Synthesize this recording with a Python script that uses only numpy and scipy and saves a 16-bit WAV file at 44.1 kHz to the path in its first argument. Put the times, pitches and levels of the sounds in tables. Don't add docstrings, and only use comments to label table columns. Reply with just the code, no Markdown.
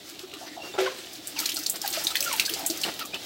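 import sys
import numpy as np
from scipy import signal
from scipy.fft import rfft, irfft, next_fast_len
from scipy.io import wavfile
from scipy.ndimage import map_coordinates

SR = 44100
rng = np.random.default_rng(int(sys.argv[2]) if len(sys.argv) > 2 else 0)


def natural_amplitude(level_db):
    exponent = np.asarray(level_db, float) / 20
    return 10 ** exponent


def store_pcm(level_fs):
    pcm = np.round(np.clip(level_fs, -1, 1) * 32767).astype(np.int16)
    wavfile.write(sys.argv[1], SR, np.atleast_2d(pcm).T)


N = 143325


def unit(x):
    return x / np.sqrt(np.mean(x ** 2) + 1e-20)


def along(points, hz):
    f, v = np.transpose(points)
    return np.interp(np.log(hz + 1), np.log(f + 1), v)


def wobble(knots_per_s, size=N):
    knots = rng.standard_normal(int(size * knots_per_s / SR) + 4)
    return map_coordinates(knots, [np.arange(size) * knots_per_s / SR])


def filtered(x, response):
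    m = next_fast_len(len(x) + 2048)
    return irfft(rfft(x, m) * response(np.fft.rfftfreq(m, 1 / SR)), m)[:len(x)]


def add(track, start_s, sound):
    part = track[max(round(start_s * SR), 0):][:len(sound)]
    part += sound[:len(part)]


def swell(length_s, rise_share):
    u = np.linspace(0, 1, max(round(length_s * SR), 8))
    return np.clip(np.minimum(u / rise_share, (1 - u) / (1 - rise_share)) * 4.539, 0, 1)


# freq_hz, density_db_per_hz
STREET_SPECTRUM = [(18, -55), (30, -1.5), (239, 2), (303, 2.5), (486, 0), (721, 4), (1630, -23.5),
                   (3770, 3.5), (16000, -53)]
# peak_s, peak_db, pitch_hz
THUDS = [(0.125, -41.5, 321.7), (0.199, -40.5, 345.6), (0.239, -33, 372.5), (0.289, -47.5, 325.9),
         (0.335, -41, 407.1), (0.365, -40, 309.5), (0.469, -40.5, 317.3), (0.517, -39, 300.2),
         (0.641, -39.5, 320.6), (0.698, -40, 369), (0.984, -39, 365), (1.144, -47.5, 305.2),
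         (1.189, -40, 312.6), (1.34, -41, 289.1), (1.412, -34, 306.8), (1.538, -37.5, 316.9),
         (1.593, -37, 303.5), (1.751, -41.5, 329.9), (1.923, -42, 319.1), (1.96, -39, 340),
         (2.051, -36.5, 320.8), (2.509, -41, 359.7), (2.605, -44.5, 293.6), (2.635, -35, 296),
         (2.866, -39.5, 338.5), (3.141, -37.5, 390.4)]


def street():
    level_db, rise_db_per_s = -50.5, 2
    hum_hz, hum_width_hz, hum_db = 322.18, 112.38, -53
    thud_db, thud_rise_s, thud_t60_s = 9.5, 0.0059386, 0.07952

    def hollow(f):
        damping = 1j * f * hum_width_hz
        return (damping / (hum_hz ** 2 - f * f + damping)) ** 2

    murmur = unit(filtered(rng.standard_normal(N), lambda f: natural_amplitude(along(STREET_SPECTRUM, f))))
    murmur *= natural_amplitude(level_db + rise_db_per_s * np.arange(N) / SR + 0.641 * wobble(6.4634))
    out = murmur + natural_amplitude(hum_db) * unit(filtered(rng.standard_normal(N), hollow))
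    t = np.arange(SR // 10) / SR
    for peak_s, db, hz in THUDS:
        envelope = natural_amplitude(db + thud_db - 60 * t / thud_t60_s) * (1 - np.exp(-t / thud_rise_s)) ** 2
        add(out, peak_s - thud_rise_s, envelope * np.sin(2 * np.pi * hz * t))
    return out


# freq_hz, t60_s
ALLEY_DECAY = [(300, 0.4794), (2000, 0.18982), (6000, 0.09191), (15000, 0.25513)]


def alley(x):
    tail_db, delay_s = -3, 0.0017
    out, step = np.zeros(N), SR // 10
    for at in range(0, N, step):
        hz, t, z = signal.stft(rng.standard_normal(SR // 3), SR, nperseg=128)
        decay = natural_amplitude(-60 * t / along(ALLEY_DECAY, hz)[:, None])
        tail = signal.istft(z * decay, SR, nperseg=128)[1]
        tail /= np.linalg.norm(tail)
        add(out, at / SR + delay_s, natural_amplitude(tail_db) * signal.fftconvolve(x[at:at + step], tail))
    return out


# start_s, peak_db
KNOCK_EVENTS = [
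    (.779, -17),
    (.786, -12),
    (.814, -21),
    (.858, -24),
]
# freq_hz, level_db, t60_s, rise_s
SHELL_MODES = [(378, 7, .16, .009), (507.43, -8.5, 0.1354, 0.00183), (517, -9, 0.3752, 0.00611),
               (590, 0, .035, 0.000627), (716, -4.5, 0.05244, 0.000841), (830.05, -8, 0.09187, 0.001657),
               (1353.8, 0, .03, 0.00052)]


def walker():
    rattle_hz, rattle_db, rattle_t60_s = 900, -8, 0.5615
    body_hz, body_db, body_t60_s = 549.8, -5.5, 0.2564

    def rattle_band(f):
        low_cut = (f / rattle_hz) ** 2 / (1 + (f / rattle_hz) ** 2)
        return low_cut / (1 + (f / 4500) ** 3)

    def body_band(f):
        return 1 / (1 + (1.683 * (f / body_hz - body_hz / (f + 1))) ** 4)

    out, t = np.zeros(N), np.arange(SR // 3) / SR
    onset = 1 - np.exp(-t / 0.00141)
    for start_s, db in KNOCK_EVENTS:
        ring = np.zeros(len(t))
        for hz, level_db, t60_s, rise_s in SHELL_MODES:
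            envelope = natural_amplitude(level_db - 60 * t / t60_s) * (1 - np.exp(-t / rise_s))
            ring += envelope * np.sin(2 * np.pi * hz * (start_s + t))
        loose = rng.standard_normal((2, len(t))) * natural_amplitude(2.5 * wobble(203, len(t)))
        rattle = natural_amplitude(rattle_db - 60 * t / rattle_t60_s) * unit(filtered(loose[0], rattle_band))
        body = natural_amplitude(body_db - 60 * t / body_t60_s) * unit(filtered(loose[1], body_band))
        add(out, start_s, natural_amplitude(db - 9.5) * (ring + onset * (rattle + body)))
    return out


# start_s, length_s, first_hz, last_hz, level_db
SQUEAK_EVENTS = [(0.584, 0.13935, 2800, 2753, -48.5), (0.725, 0.0317, 3525, 3559, -42),
                 (.985, 0.01678, 3977, 4266, -39), (1.352, 0.0455, 3200, 2018, -38),
                 (2.096, 0.02898, 3800, 3933, -33.5), (2.015, .015, 1384, 1455, -47),
                 (2.3, .04, 2350, 1850, -42), (3.125, 0.049, 2400, 2726, -43.5),
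                 (0.447, 0.04622, 6050, 6034, -53), (0.853, 0.0196, 1373, 1541, -34.5),
                 (0.863, 0.02179, 1135, 1013, -31.5), (1.411, 0.02569, 1296, 1360, -41.5),
                 (1.572, 0.0197, 1494, 1280, -41), (1.839, 0.022415, 835.7, 774.9, -31),
                 (1.966, 0.02619, 610.7, 680.3, -34.5), (2.106, 0.01874, 1381, 1313, -37),
                 (2.259, 0.04423, 1482, 1263, -36), (2.301, 0.05167, 1201, 815.2, -36.5),
                 (2.479, 0.014935, 1600, 1699, -37.5), (2.695, 0.03149, 316.3, 343, -37.5),
                 (3.006, 0.058, 1350, 1170, -39)]


def squeaks():
    slip_jitter, slip_db, rasp_db, overtone_db = 0.015, 3, -6, -9
    out = np.zeros(N)
    for start_s, length_s, first_hz, last_hz, db in SQUEAK_EVENTS:
        shape = np.hanning(round(length_s * SR)) ** 0.2395
        size = len(shape)
        hz = np.linspace(first_hz, last_hz, size) * (1 + slip_jitter * wobble(115.77, size))
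        phase = 2 * np.pi * np.cumsum(hz) / SR
        rasp = natural_amplitude(rasp_db) * wobble(260, size)
        tone = np.sin(phase) * (1 + rasp) + natural_amplitude(overtone_db) * np.sin(2 * phase)
        add(out, start_s, natural_amplitude(db + 4 + slip_db * wobble(133.16, size)) * shape * tone)
    return out


# start_s, length_s, pitch_hz, level_db
GURGLE_EVENTS = [(.195, 0.06705, 1289, -55.5), (.33, 0.05585, 1268, -52), (0.407, 0.06063, 707, -43),
                 (0.46, 0.1151, 1965, -51.5), (0.566, 0.05896, 716, -41), (1.359, 0.05388, 900, -46),
                 (1.551, 0.03661, 751.8, -49), (2.0, 0.14656, 822.9, -47.5), (2.201, 0.12854, 573.9, -46),
                 (2.8, 0.0802, 759, -53.5), (2.499, 0.06022, 355.6, -41.5), (2.559, 0.12366, 757.4, -41.5),
                 (2.85, 0.05944, 197.8, -49), (2.6, 0.0254, 720.6, -41)]


def gurgles():
    q = 3.381
    out = np.zeros(N)
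    for start_s, length_s, hz, db in GURGLE_EVENTS:
        shape = swell(length_s, 0.0982)
        noise = rng.standard_normal(len(shape))
        band = filtered(noise, lambda f: 1 / (1 + (q * (f / hz - hz / (f + 1))) ** 2))
        add(out, start_s, natural_amplitude(db) * shape * unit(band))
    return out


# start_s, length_s, level_db, tilt_db_per_octave
WIPE_EVENTS = [
    (.46, 0.03637, -44, 4),
    (0.628, 0.06069, -43, -5.5),
    (0.738, 0.03545, -38, -5.5),
    (1.359, 0.06655, -40, 5.5),
    (1.739, 0.03345, -40, -0.5),
    (1.932, 0.04569, -32.5, 5),
    (2.848, 0.05702, -33, -1.5),
    (2.989, 0.04439, -37, 4.5),
    (3.133, 0.03883, -39.5, -1.7152),
    (3.2, 0.0762, -56.5, 4.5),
]
# freq_hz, density_db_per_hz
RUB_SPECTRUM = [(35, -43), (60, -20), (672, 1), (897, -3), (4730, -6), (12000, -57.5), (15600, -41),
                (22000, -120)]


def wipes():
    out = np.zeros(N)
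    for start_s, length_s, db, tilt_db in WIPE_EVENTS:
        shape = swell(length_s, 0.421)
        rub = rng.standard_normal(len(shape)) * natural_amplitude(0.7466 * wobble(251.18, len(shape)))

        def tilted(f):
            return natural_amplitude(along(RUB_SPECTRUM, f) + tilt_db * np.log2(f / 1500 + 0.2063))

        add(out, start_s, natural_amplitude(db) * shape * unit(filtered(rub, tilted)))
    return out


# time_s, spray_db
POUR_FLOW = [(0, -45.5), (.3, -47.5), (.6, -47), (1.0, -42.5), (1.345, -43.5), (1.4, -30.5), (1.58, -41.5),
             (1.66, -41.5), (1.8, -39), (1.95, -35.5), (2.25, -32.5), (2.5, -33.5), (2.62, -35),
             (2.758, -40.5), (2.86, -31), (3.0, -41), (3.1, -50), (3.25, -39)]
# freq_hz, density_db_per_hz
MIST_SPECTRUM = [(710, -55), (1200, -2.5), (2980, -1.5), (3740, -5.5), (4650, 3), (15000, -11.5),
                 (16000, -3.5)]


def spray():
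    grains_per_s, grain_db, spread_db, mist_db = 1100, -8, 3.5, -4
    center_hz, pitch_octaves, decay_cycles, clump_db = 5201, 0.8627, 0.52225, 3
    count, blip_len = 4000, np.arange(128)
    draws, pitch = rng.random((count, 3)), rng.standard_normal(count)
    gaps_s = -np.log(1 - draws[:, 0]) / grains_per_s
    at = (np.cumsum(gaps_s) * SR).astype(int)
    size = natural_amplitude(np.minimum(-spread_db * np.log(1 - draws[:, 1]), 10))
    hz = np.clip(center_hz * 2 ** (pitch_octaves * pitch), 3000, 15500)
    cycles = hz[:, None] * blip_len / SR
    envelope = np.exp(-cycles / decay_cycles) * (1 - np.exp(-cycles * 2))
    blips = size[:, None] * envelope * np.sin(2 * np.pi * cycles)
    grains = np.bincount((at[:, None] + blip_len).ravel(), blips.ravel(), N)[:N]
    grains = unit(grains) * natural_amplitude(clump_db * wobble(27.488))
    mist = unit(filtered(rng.standard_normal(N), lambda f: natural_amplitude(along(MIST_SPECTRUM, f))))
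    mist *= natural_amplitude(2.9935 * wobble(20))
    time_s, flow_db = np.transpose(POUR_FLOW)
    flow = natural_amplitude(np.interp(np.arange(N) / SR, time_s, flow_db))
    return flow * (natural_amplitude(grain_db) * grains + natural_amplitude(mist_db) * mist)


# peak_s, peak_db, pitch_hz, hiss_db
SINGLE_DROPS = [(1.273, -17, 8236, 0.5), (1.5682, -13.5, 4557, -21), (1.6629, -12, 4533, -33.5),
                (1.6981, -8, 8118, -1.5), (1.8166, -17.5, 5207, -7.5), (1.8605, -24, 4716, -4),
                (1.8769, -17.5, 4249, 3), (2.0401, -17.5, 11360, -3), (2.0466, -15.5, 5971, -11.5),
                (2.0697, -7.5, 3844, -28.5), (2.1544, -15.5, 2026, -29.5), (2.1555, -12, 3324, 3),
                (2.169, -11.5, 4387, -11), (2.2058, -14, 4768, -1.5), (2.2264, -12.5, 8067, -18.5),
                (2.328, -13.5, 8566, -12), (2.3285, -20, 5532, -31.5), (2.329, -21, 3000, -30),
                (2.2268, -23.5, 2581, -29.5), (2.3968, -8, 2628, -10.5), (2.398, -9.5, 4341, -30),
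                (2.4615, -11, 4535, -23), (2.538, -14, 4745, -25), (2.6633, -8, 7686, -34.5),
                (2.7745, -20.5, 6090, 0.5), (2.8356, -12.5, 4169, -26.5), (2.839, -14.5, 2904, -30),
                (3.1436, -19, 2900, -20)]
# peak_s, peak_db, pitch_hz, hiss_db
BROKEN_GOUTS = [(.0927, -33.5, 5049, 1), (.192, -27.5, 2923, -20.5), (.3157, -30.5, 2782, -22),
                (1.1319, -28.5, 4997, -1), (1.1538, -25.5, 4240, -17.5), (1.458, -22.5, 2413, -30),
                (1.4905, -16, 2812, -30), (1.9035, -17.5, 8143, -11.5), (1.9344, -16.5, 4085, -22),
                (1.9455, -20.5, 8930, -8), (1.9967, -28, 4495, -3), (2.5924, -29, 9000, 9.5),
                (2.8004, -25, 4653, -8.5), (0.3377, -23.5, 2689, -30.5), (0.8085, -28, 8200, -20.5),
                (1.388, -13, 4526, -19), (1.3997, -19, 5347, 8.5), (1.457, -11, 4209, -22),
                (1.492, -14.5, 4559, -26), (1.5184, -14.5, 3363, -14), (1.5435, -17, 8042, -11),
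                (1.5602, -16, 4310, -18), (1.589, -20.5, 5183, 3), (1.6307, -21.5, 4788, -8),
                (1.7579, -16.5, 4954, -20), (1.927, -14.5, 4271, -24), (2.1053, -17.5, 3803, -15.5),
                (2.2413, -13, 5967, -1), (2.363, -28, 4618, 9.5), (2.452, -13, 4385, -29),
                (2.4942, -17, 3185, 2.5), (2.7005, -11, 4485, -22.5), (2.8144, -17, 5490, -8),
                (2.9396, -24.5, 4326, 3), (2.9929, -20.5, 3027, -2), (3.0525, -23, 6942, -1),
                (3.155, -34.5, 2545, -3.5)]
# ring_share, splash_share, rise_s, splash_t60_s
DROP_SHAPE = (1.8133, 0.5868, 0.0019365, 0.025861)
GOUT_SHAPE = (1, 0.56072, 0.0028015, 0.036463)


def drops(events, ring, splash, rise_s, splash_t60_s):
    ring_cycles, level_db, hiss_gain_db, hiss_t60_ratio = 3.0657, 1, 5.5, 0.36567
    out, t = np.zeros(N), np.arange(SR // 20) / SR
    onset = 1 - np.exp(-t / rise_s)
    for peak_s, db, hz, hiss_db in events:
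        noise = rng.standard_normal((2, len(t))) * natural_amplitude(4.432 * wobble(479.6, len(t)))

        def splash_band(f):
            return (f / hz) ** 3 / np.abs(1 - (f / hz) ** 2 + .9j * f / hz) ** 2

        envelope = (1 - np.exp(-t * hz)) ** 2 * np.exp(-t * hz / ring_cycles)
        slap = ring * envelope * np.sin(2 * np.pi * hz * t)
        droplets = splash * unit(filtered(noise[0], splash_band)) * natural_amplitude(-60 * t / splash_t60_s)
        hiss = unit(filtered(noise[1], lambda f: 1 / (1 + (8500 / (f + 1)) ** 6)))
        hiss *= natural_amplitude(hiss_db + hiss_gain_db - 60 * t / (hiss_t60_ratio * splash_t60_s))
        add(out, peak_s - .0004, natural_amplitude(db + level_db) * (slap + onset * (droplets + hiss)))
    return out


def scene():
    palm_send_db, walker_send_db = -9, -12
    water = drops(SINGLE_DROPS, *DROP_SHAPE) + drops(BROKEN_GOUTS, *GOUT_SHAPE) + spray()
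    palm = squeaks() + gurgles() + wipes()
    knocks = walker()
    tail = alley(water + natural_amplitude(palm_send_db) * palm + natural_amplitude(walker_send_db) * knocks)
    return (water + palm + knocks + tail + street())[None]


def band_limit(x):
    return signal.sosfilt(signal.butter(12, 16810, fs=SR, output="sos"), x)


def record(dry):
    low_hz, top_hz = 61.16, 15900
    dip_hz, dip_width_hz, dip_db = 9599.3, 790.4, -4.5

    def microphone(f):
        dip = natural_amplitude(dip_db * np.exp(-((f - dip_hz) / dip_width_hz) ** 2))
        return dip * (f < top_hz) / (1 + (low_hz / (f + 1)) ** 4)

    return band_limit(filtered(dry[0], microphone)[None])


dry = scene()
out = record(dry)
store_pcm(out)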